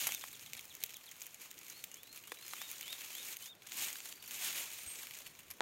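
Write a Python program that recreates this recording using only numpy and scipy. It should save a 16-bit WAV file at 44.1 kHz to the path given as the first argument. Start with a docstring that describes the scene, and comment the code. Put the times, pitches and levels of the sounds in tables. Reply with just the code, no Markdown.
"""Tall forage grass in an open field, heard from among the leaves, over a faint rush of air.
It opens with a strong rub of blades, ticks, a scrape and stalk knocks; a far bird whistles, then one chips.
From 1.7 s whistles rise and arch while the rub swells and settles; a trill starts near 3.9 s.
More swells and a long scrape come by 4.6 s, then thin high notes, soft bumps, and a hard tap at 5.6 s.
Leaves and air are shaped noise, birds are gliding tones, knocks and the tap are tones that die fast."""
import sys
import numpy as np
from scipy import signal
from scipy.io import wavfile

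SR = 44100
rng = np.random.default_rng(int(sys.argv[2]) if len(sys.argv) > 2 else 0)


def log_audio(samples):
    """Write samples as a 16-bit WAV file to the path given in sys.argv[1]."""
    # one column per channel
    frames = np.atleast_2d(samples).T
    # limit to full scale, then quantise
    limited = np.clip(frames, -1, 1)
    pcm = np.round(limited * 32767).astype(np.int16)
    wavfile.write(sys.argv[1], SR, pcm)


N = 247425
TIME = np.arange(N) / SR   # seconds
CUTOFF_HZ = 15800


def from_db(db):
    """Decibels to gain."""
    return 10 ** (np.asarray(db) / 20)


def rms_one(x):
    """Scale to unit power."""
    return x / np.sqrt(np.mean(x ** 2) + 1e-20)


def at_hz(points, hz):
    """Read a table between its rows, with pitch spaced in octaves."""
    table_hz, value = np.array(points).T
    return np.interp(np.log(hz), np.log(table_hz), value)


def band(x, low, high):
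    """Keep the sound between two pitches, with gentle edges."""
    sos = signal.butter(2, [low, min(high, .48 * SR)], "band", fs=SR, output="sos")
    return signal.sosfilt(sos, x + 1e-18)


def drift(rate_hz):
    """A smooth random wander around zero with a spread of one."""
    r = np.exp(-80 * np.pi * rate_hz / SR)
    # made at one value per 40 samples; the first 2000 let the filter settle
    kicks = rng.standard_normal(N // 40 + 2002)
    slow = signal.lfilter([1], [1, -2 * r, r * r], kicks)[2000:]
    return np.interp(np.arange(N) / 40, np.arange(len(slow)), rms_one(slow))


def third_octaves(low_hz):
    """(low, centre, high) in Hz of bands that start below the cutoff."""
    edges = low_hz * 2 ** (np.arange(31) / 3)
    return [(a, np.sqrt(a * b), b) for a, b in zip(edges, edges[1:]) if a < CUTOFF_HZ]


# colour of the air: pitch_hz, level_db (per Hz, before the overall level)
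AIR = [(30, -4.5), (60, -3), (110, 3.5), (170, 3.5), (260, 1.5), (350, 3), (700, -1.5), (1500, -2.5),
       (3200, -7), (5000, -11.5), (7000, -17.5), (9700, -32), (15000, -18)]
# how alike left and right are: pitch_hz, likeness (1 = the same)
AIR_LIKENESS = [(30, 1), (125, 0.93), (300, 0.88), (700, 0.9), (2000, 1)]
# how the low rumble comes and goes: time_s, change_db
RUMBLE = [(0, 4), (0.55, 5), (0.9, -1), (3.4, -1), (4.3, 0.5), (5.6, 2.5)]
AIR_DB, RUMBLE_TOP_HZ = -66.5, 190


def air(patchy_db=2.5):
    """The far, smooth rush of the field: noise, a little wide in the bass, where a rumble comes and goes."""
    white, out = rng.standard_normal((2, 2, N)), 0
    rumble_db = np.interp(TIME, *np.transpose(RUMBLE))
    for k, (low, hz, high) in enumerate(third_octaves(low_hz=26.7)):
        mid, side = band(white[k % 2], low, high)   # neighbouring bands use separate noise
        alike = np.clip(at_hz(AIR_LIKENESS, hz), 0, 1)
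        bass_share = 1 / (1 + (hz / RUMBLE_TOP_HZ) ** 2)
        gain = from_db(at_hz(AIR, hz) + bass_share * rumble_db + patchy_db * drift(15.5))
        out = out + gain * (np.sqrt(1 + alike) * mid + np.sqrt(1 - alike) * side * [[1], [-1]])
    return from_db(AIR_DB) * rms_one(out)


def forest_edge(x, wet_db):
    """Trunks and foliage scatter a faint tail behind each note."""
    t = TIME[:SR // 2]
    t60 = .2   # seconds to die away by 60 dB
    scatter = rng.standard_normal(len(t)) * np.exp(-np.log(1000) * t / t60)
    tail = signal.oaconvolve(x, scatter / np.linalg.norm(scatter))[:N]
    return x + from_db(wet_db) * tail


def bird(notes, shape, waver, flicker_db):
    """One gliding tone per note, wavering in pitch and strength on its way through the air."""
    out, wobble, flicker = np.zeros(N), 1 + waver * drift(99), flicker_db * drift(35)
    share, ratio, shape_db = np.transpose(shape)
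    for start_s, length_s, level_db, pitch_hz in notes:
        on = (TIME >= start_s) & (TIME < start_s + length_s)
        u = (TIME[on] - start_s) / length_s   # 0 to 1 through the note
        phase = 2 * np.pi * np.cumsum(pitch_hz * np.interp(u, share, ratio) * wobble[on]) / SR
        edges = np.clip(10 * np.minimum(u, 1 - u), 0, 1)   # fade the first and last tenth
        gain = from_db(level_db + np.interp(u, share, shape_db) + flicker[on])
        out[on] += edges * gain * np.sin(phase)
    return out


CHIP_START_S, CHIP_EVERY_S, CHIP_S, CHIP_HZ = .208, .1222, .031, 3700
CHIP_DB, CHIP_SPREAD_DB = -55.2, .8


def chips(count=8):
    """Notes of one bird that repeats a short falling chip at an even pace, some stronger than others."""
    return [(CHIP_START_S + k * CHIP_EVERY_S, CHIP_S,
             CHIP_DB + CHIP_SPREAD_DB * rng.standard_normal(), CHIP_HZ) for k in range(count)]


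TRILL_START_S, TRILL_EVERY_S, PIP_S, PIP_HZ = 3.946, .0418, .019, 4600
# level of the last pip, growth per pip, unevenness in time
PIP_DB, TRILL_GROWS_DB, TRILL_JITTER_S = -58, .15, .003


def trill(count=9):
    """Notes of another bird: a quick, slightly uneven trill of tiny pips that grows toward its end."""
    return [(TRILL_START_S + k * TRILL_EVERY_S + TRILL_JITTER_S * rng.standard_normal(), PIP_S,
             PIP_DB - TRILL_GROWS_DB * (count - 1 - k), PIP_HZ) for k in range(count)]


# note shapes: share_of_note (0 to 1), pitch_ratio, change_db
CHIP_SHAPE = [(0, 1.18, -2), (.3, 1.05, 0), (.55, .94, 0), (.8, .85, -2), (1, .78, -8)]
PIP_SHAPE = [(0, .975, -4), (.45, 1, 0), (1, 1.02, -5)]
CHIP_WAVER = .016   # pitch unsteadiness, as a share of the pitch


def chipping():
    """The chip and the trill: fast short gliding tones."""
    repeats = [(chips(), CHIP_SHAPE), (trill(), PIP_SHAPE)]
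    return sum(bird(notes, shape, CHIP_WAVER, flicker_db=1.5) for notes, shape in repeats)


# whistled notes, all with: start_s, length_s, level_db, pitch_hz (level and pitch before the note shape)
# lower whistles that sweep upward
RISES = [(1.905, .125, -60.5, 3670), (2.235, .105, -58.5, 3670), (3.628, 0.056, -65, 1950)]
# high whistles that rise a little and level off
SLURS = [(1.7, 0.12, -58.5, 4370), (2.045, .12, -58, 4290), (2.36, 0.135, -61, 4270)]
# arched whistles
ARCHES = [(0.05, .135, -53, 3680), (2.548, .135, -54, 3820), (2.826, .127, -52, 3750),
          (3.118, .121, -52, 3750), (3.405, .135, -54, 3730)]
# gently falling notes
FALLS = [(2.435, 0.07, -62, 5050), (4.945, 0.075, -54.5, 7750), (5.235, .085, -64, 4400)]
# thin high notes
THIN_NOTES = [(4.775, .08, -55, 9080), (4.857, .095, -45.5, 8600)]
# note shapes, all with: share_of_note (0 to 1), pitch_ratio, change_db
RISE_SHAPE = [(0, .765, -6), (.3, .785, -3), (.68, .92, 0), (1, 1, -7)]
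SLUR_SHAPE = [(0, .89, -3), (.3, .94, -3.5), (.55, 0.99, 5), (.8, 1, -2.5), (1, 0.96, -6)]
ARCH_SHAPE = [(0, .785, -8), (.2, .815, -1), (.48, .925, 0), (.62, .975, 0), (.76, 1, -1), (.86, .985, 0),
              (.93, .92, 1), (1, .84, -3)]
FALL_SHAPE = [(0, 1.025, -3), (.35, 1, 0), (1, .972, -6)]
THIN_SHAPE = [(0, .962, -5), (.2, .983, 1), (.45, 1, -2), (.7, .99, 0), (1, .965, -7)]
WHISTLE_WAVER = .007   # pitch unsteadiness, as a share of the pitch


def whistles():
    """Far whistles: pure tones that glide up, over or down."""
    songs = [(RISES, RISE_SHAPE), (SLURS, SLUR_SHAPE), (ARCHES, ARCH_SHAPE),
             (FALLS, FALL_SHAPE), (THIN_NOTES, THIN_SHAPE)]
    return sum(bird(notes, shape, WHISTLE_WAVER, flicker_db=2.6) for notes, shape in songs)


# soft bumps on the microphone: middle_s, level_db, pitch_hz, length_s
BUMPS = [(4.875, -57, 74, 0.02), (5.505, -68, 79.6, 0.062)]


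def bumps():
    """Soft bumps on the microphone: a low tone that swells and fades."""
    out = 0
    for middle_s, level_db, pitch_hz, length_s in BUMPS:
        age = TIME - middle_s
        swell = np.exp(-(2 * age / length_s) ** 2)
        out = out + from_db(level_db) * swell * np.sin(2 * np.pi * pitch_hz * age)
    return out


# hard tap by the microphone: start_s, level_db (before the mode levels)
TAPS = [(5.6066, -20.5)]
# tones that ring in the tap: pitch_hz, level_db, t60_s (time to die away by 60 dB)
TAP_MODES = [(495, -18, 0.0076), (940, -6.5, 0.015), (1650, 7, 0.0023), (3530, -1.5, 0.0029),
             (6400, -6.5, 0.0016)]
TAP_LOWEST_HZ = 365   # a tap has no bass


def taps():
    """A hard tap right by the microphone: a few tones struck together that die within a few cycles."""
    out = 0
    for start_s, level_db in TAPS:
        age = np.maximum(TIME - start_s, 0)
        for hz, mode_db, t60 in TAP_MODES:
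            gain = from_db(level_db + mode_db - 60 * np.minimum(age / t60, 10))
            out = out + gain * np.sin(2 * np.pi * hz * age)
    return band(out, TAP_LOWEST_HZ, CUTOFF_HZ)


# stalk knocks: start_s, level_db, blow_hz (the blow is strongest here, on the STALK pitches),
# stem_db (how much the whole stem rings), pitch_ratio (of this stalk)
KNOCKS = [(0.069, -42.5, 810, -4, 0.82), (0.0897, -41, 820, -9, 1.02), (0.2384, -40, 1290, -20, 0.944),
          (2.3188, -37.5, 1850, 3, 0.94), (2.5344, -37.5, 1120, -14, 1.04),
          (2.6154, -43.5, 1080, -13, 0.99), (3.956, -45, 1150, -17, 1.45)]
# tones of a stalk: pitch_hz (before pitch_ratio), level_db, t60_s (time to die away by 60 dB)
STALK = [(336, -0.5, 0.024), (510, 0.5, 0.034), (780, 2, 0.011), (1146, 2.5, 0.016), (1400, -3, 0.017),
         (1780, 1, 0.016), (2040, 3, 0.017), (2590, 5.5, 0.0091), (3820, 2, 0.016)]


def knocks(focus_db=4.5, scuff_db=-2.0, scuff_s=0.0057, stem_hz=600, lowest_hz=260):
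    """Stalks bump: dying tones, strongest near the pitch of the blow, with a brief scuff of noise."""
    out, t = np.zeros(N + SR), TIME[:SR // 16]
    hz, mode_db, t60 = np.transpose(STALK)[:, :, None]
    signs = (-1) ** np.arange(len(hz))[:, None]
    decay = np.exp(-np.log(1000) * t / t60)
    for start_s, level_db, blow_hz, stem_db, ratio in KNOCKS:
        octaves_away = np.abs(np.log2(hz / blow_hz))
        strength = signs * from_db(mode_db - focus_db * octaves_away + stem_db * (hz < stem_hz))
        ring = np.sum(strength * np.sin(2 * np.pi * hz * ratio * t) * decay, axis=0)
        scuff = band(rng.standard_normal(len(t)) * np.exp(-t / scuff_s), 1200, 16000)
        at = round(start_s * SR)
        out[at:at + len(t)] += from_db(level_db) * (ring + from_db(scuff_db) * scuff)
    return band(out[:N], lowest_hz, CUTOFF_HZ)   # thin stalks radiate no bass


# resonances common to leaf sounds: pitch_hz, width_hz, gain_db
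LEAF_PEAKS = [(2380, 760, 6), (6670, 880, 7), (7900, 340, -1.5), (8560, 230, 4.5), (9600, 710, -8)]


def leaf_colour(x):
    """Leaf resonances: a chain of broad peaks and dips."""
    for hz, width, gain_db in LEAF_PEAKS:
        peak = signal.lfilter(*signal.iirpeak(hz, hz / width, fs=SR), x)
        x = x + (from_db(gain_db) - 1) * peak
    return x


# short scrapes of one blade edge along another: start_s, level_db (before the rise and fall), dying_s
SCRAPES = [(0.069, -25.5, 0.0068), (4.572, -45.5, 0.036), (5.502, -41, 0.013)]


def scrapes(top_db=9.5, catch_db=4.5):
    """A toothed edge drags briefly: a bright noise rasp that catches and dies away."""
    envelope = 0
    for start_s, level_db, dying_s in SCRAPES:
        age = np.maximum(TIME - start_s, 0)
        envelope = envelope + from_db(level_db) * (1 - np.exp(-age / 0.0013)) * np.exp(-age / dying_s)
    teeth = rng.standard_normal(N) * from_db(catch_db * drift(200))
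    rasp = band(teeth, 800, 7000) + from_db(top_db) * band(teeth, 10200, 12600)
    return envelope * rms_one(leaf_colour(rasp))


def snap(t, crack_s, tail_s, tail_db):
    """Envelope of a snap: a short crack, then the blade shivers out."""
    return np.exp(-t / crack_s) + from_db(tail_db) * np.exp(-t / tail_s)


# level is at the strongest stirring, before the gain of ticks()
FAINT_TICKS_PER_S, FAINT_TICK_DB, FAINT_TICK_SPREAD_DB = 26, -61.5, 7


def faint_ticks():
    """Small ticks at random, softer where the stirring is softer: rows like those of the loud ones."""
    chance = rng.random((round(FAINT_TICKS_PER_S * N / SR), 4))
    start_s = chance[:, 0] * N / SR
    stir_db = np.interp(start_s, *np.transpose(STIR)) - max(db for _, db in STIR)
    level_db = FAINT_TICK_DB + stir_db + FAINT_TICK_SPREAD_DB * (2 * chance[:, 1] - 1)
    brightness = 8 * chance[:, 2]
    zing_db = 10 * chance[:, 3] - 5
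    return list(zip(start_s, level_db, brightness, zing_db))


# loud leaf ticks: start_s, level_db (before gain_db and colour), brightness (dB per octave),
# zing_db (high ring of the blade)
TICKS = [(0.07, -44, 6, 3), (0.1198, -44, 0, 2), (0.1464, -43, 3, 2.5), (0.177, -56, 2, -6),
         (0.193, -58, 4, 4), (0.2105, -55, 0, 3), (0.5322, -47, 0, 0.5), (0.5494, -54, -0.5, -6),
         (0.592, -52, -0.5, -1), (0.609, -58.5, 3, 2), (0.6527, -60, 6.5, 0), (0.75, -54.5, 5.5, 2),
         (0.8272, -53, 0, -2), (0.8363, -36.5, 2.5, -1), (0.8612, -53.5, 4, -3), (0.8922, -61, -3, 4),
         (0.941, -58.5, 4, 6), (0.967, -53.5, 5.5, -2), (1.1123, -64, 7, 8.5), (1.2058, -59, 5, 2),
         (1.2165, -52.5, 0.5, 5), (1.2207, -58.5, 9, 5), (1.23, -64, 11, -3), (1.2657, -53.5, 6, -2),
         (1.3437, -61, 7, 5.5), (1.512, -53.5, 2.5, 1.5), (1.588, -62, 9, 6), (1.665, -60, 0, 3),
         (1.6984, -59.5, 5, 10), (1.8393, -44.5, 1.5, -1.5), (1.9143, -57.5, 3, 2), (1.9412, -60.5, 4, 9.5),
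         (2.031, -66, 12, -15), (2.1735, -54, 1.5, -10), (2.237, -59, 1, -5), (2.4796, -52, 3, -1),
         (2.6156, -53, 7, 2), (2.7135, -48, 6, -2.5), (2.8092, -48, 2.5, 0), (2.828, -50.5, 0, -10),
         (2.8787, -50.5, -1, -1), (2.927, -44.5, -1, -1.5), (2.9814, -58.5, -3, -7), (3.1026, -61, -5.5, 3),
         (3.1502, -51.5, 4.5, 0), (3.3674, -48.5, 3.5, -3), (3.669, -62, -3.5, -8), (3.719, -50, -2, 1.5),
         (3.9277, -52.5, 2, 6), (4.0024, -57, -4.5, 4.5), (4.124, -51.5, -1, -0.5), (4.224, -56.5, 2, -8),
         (4.276, -57, 6, 2.5), (4.309, -49, 0.5, -1), (5.069, -51, 0, -6), (5.1085, -51.5, -0.5, -3),
         (5.136, -57, -2.5, -8), (5.1869, -54.5, 4, 2), (5.2743, -58, 3.5, 0.5)]
# where a blade cracks: low_hz, high_hz, crack_s (dying time of the crack)
TICK_BANDS = [(500, 1700, .00055), (1900, 4100, .0005), (5200, 8600, .00085), (10500, 16000, .0004)]
# colour of a tick: pitch_hz, level_db (per band)
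TICK_COLOUR = [(1000, -12), (2800, 0.5), (6800, 0), (13000, 1)]
TICK_PIVOT_HZ = 6360   # brightness tilts the colour about this pitch
ZING_HZ, ZING_OCTAVES = 6700, 0.4   # centre and width of a blade's high ring


def ticks(gain_db=-8.5):
    """A blade flicks free of its neighbour: a sharp noise crack, bright or dull, gone in about ten ms."""
    out, t = np.zeros(N + SR), TIME[:SR // 25]
    envelopes = [snap(t, crack_s, tail_s=.0035, tail_db=-13) for _, _, crack_s in TICK_BANDS]
    for start_s, level_db, brightness, zing_db in TICKS + faint_ticks():
        at = round((start_s + 0.001148) * SR)   # a fixed short delay after each listed start
        burst = rng.choice([-1, 1], len(t))
        for (low, high, _), envelope in zip(TICK_BANDS, envelopes):
            hz = np.sqrt(low * high)
            colour_db = at_hz(TICK_COLOUR, hz) + brightness * np.log2(hz / TICK_PIVOT_HZ)
            colour_db += zing_db * np.exp(-(np.log2(hz / ZING_HZ) / ZING_OCTAVES) ** 2)
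            crack = rms_one(band(burst * envelope, low, high))
            out[at:at + len(t)] += from_db(level_db + colour_db) * crack
    return from_db(gain_db) * out[:N]


# light stirring of the whole stand: time_s, level_db (of the friction)
STIR = [(0, -47.5), (0.4, -55.5), (1.2, -56.5), (2.3, -62.5), (3.55, -73), (4.2, -60.5), (5.2, -69),
        (5.45, -62.5)]
# swells, as nearby blades are pushed along each other: start_s (of full strength), hold_s, level_db,
# rise_s, fall_s, body_db (lift of the lower pitches)
SWELLS = [(0.0, 0.042, -37.5, .1, 0.18, 2.5), (0.552, 0.018, -56.5, 0.058, 0.17, 5),
          (1.411, 0.047, -53, 0.016, 0.06, 4), (1.713, 0.061, -56, 0.12, 0.68, -1),
          (2.16, 0.009, -54.5, 0.075, 0.029, 2), (2.542, 0.19, -49.5, 0.29, 0.2, 0.5),
          (2.874, 0.19, -53, 0.39, 0.092, 2.5), (3.203, 0.13, -46.5, 0.72, 0.048, 0.5),
          (3.41, 0.057, -51, 0.067, 0.066, -1.5), (3.819, 0.017, -37, 0.15, 0.13, 2),
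          (4.012, 0.089, -49, 0.24, 0.084, -1), (4.351, 0.052, -43.5, 0.15, 0.081, 1.5),
          (4.422, 0.049, -40.5, 0.11, 0.23, 3), (4.57, 0.02, -42.5, 0.041, 0.17, 3),
          (4.786, 0.29, -49, 0.52, 0.44, 1)]
SWELL_RANGE_DB = 20   # covered in one rise or fall
SWELL_ROUNDING = 1.123   # above one, a swell is round on top and steep at its foot


def friction():
    """Level and body of the rub in dB: swells climb, hold and fall over the stirring, each with its body."""
    power, body = from_db(2 * np.interp(TIME, *np.transpose(STIR))), 0
    for start_s, hold_s, level_db, rise_s, fall_s, body_db in SWELLS:
        before = np.maximum(start_s - TIME, 0) / rise_s
        after = np.maximum(TIME - start_s - hold_s, 0) / fall_s
        swell = from_db(2 * (level_db - SWELL_RANGE_DB * (before + after) ** SWELL_ROUNDING))
        power = power + swell
        body = body + body_db * swell
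    return 10 * np.log10(power), body / power


# colour of the rub: pitch_hz, level_db (per Hz, before body and leaf resonances)
RUB_COLOUR = [(120, -18), (310, -10.5), (480, -12.5), (900, -9), (1500, -7), (2400, -4), (3500, -1.5),
              (5000, -6), (6800, -4.5), (9500, -4), (11500, -3.5), (14500, 1), (16000, -7)]
DULLING = 0.16   # dB of extra body per dB that the rub gets softer


def rustle(slips_per_s=170, spread_db=3.5, slip_db=0.0, hiss_db=-1.5, patchy_db=1.0, crowding=0.68,
           flutter_db=1.04):
    """Blades stick and slip: small snaps over a friction hiss, crowding together as the rub grows."""
    level_db, body_db = friction()
    level_db = level_db + flutter_db * drift(7.6)
    louder_db = level_db - np.median(level_db)
    body_db = body_db - DULLING * louder_db
    rate = slips_per_s * from_db(2 * crowding * louder_db)
    clumps_db = 2 * drift(25)
    born = rng.random(N) < rate * from_db(clumps_db) / SR
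    sizes = born * from_db(spread_db * np.minimum(rng.exponential(1, N), 3)) / np.sqrt(rate)
    shiver = snap(TIME[:SR // 40], crack_s=0.00022, tail_s=0.006, tail_db=-6) ** 2
    white, out = rng.standard_normal((2, N)), 0
    for k, (low, hz, high) in enumerate(third_octaves(low_hz=107.6)):
        if k % 3 == 0:
            # each slip has its own strength in each octave
            strengths = sizes * from_db(2.56 * rng.standard_normal(N))
            power = np.abs(signal.oaconvolve(strengths ** 2, shiver)[:N])
            grain = np.sqrt(from_db(2 * hiss_db) + from_db(2 * slip_db) * power / power.mean())
        weight = np.clip(np.log(7000 / hz) / np.log(3), 0, 1)   # body lifts the lower bands only
        gain = from_db(at_hz(RUB_COLOUR, hz) + patchy_db * drift(34) + weight * body_db)
        out = out + gain * band(white[k % 2] * grain, low, high)
    return rms_one(leaf_colour(out)) * from_db(level_db)


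def scene():
    """Leaves close by in the middle, birds and air behind them; the chipping birds sit deeper in the trees."""
    whistling, chirping = whistles(), chipping()
    birds = forest_edge(whistling, wet_db=-11) + forest_edge(chirping, wet_db=-6)
    leaves = from_db(0.12) * rustle() + leaf_colour(ticks()) + scrapes() + knocks()
    return leaves + bumps() + taps() + birds + air()


def record(dry):
    """The top is cut steeply."""
    return signal.sosfilt(signal.ellip(12, .1, 80, CUTOFF_HZ, fs=SR, output="sos"), dry)


dry = scene()
out = record(dry)
log_audio(out)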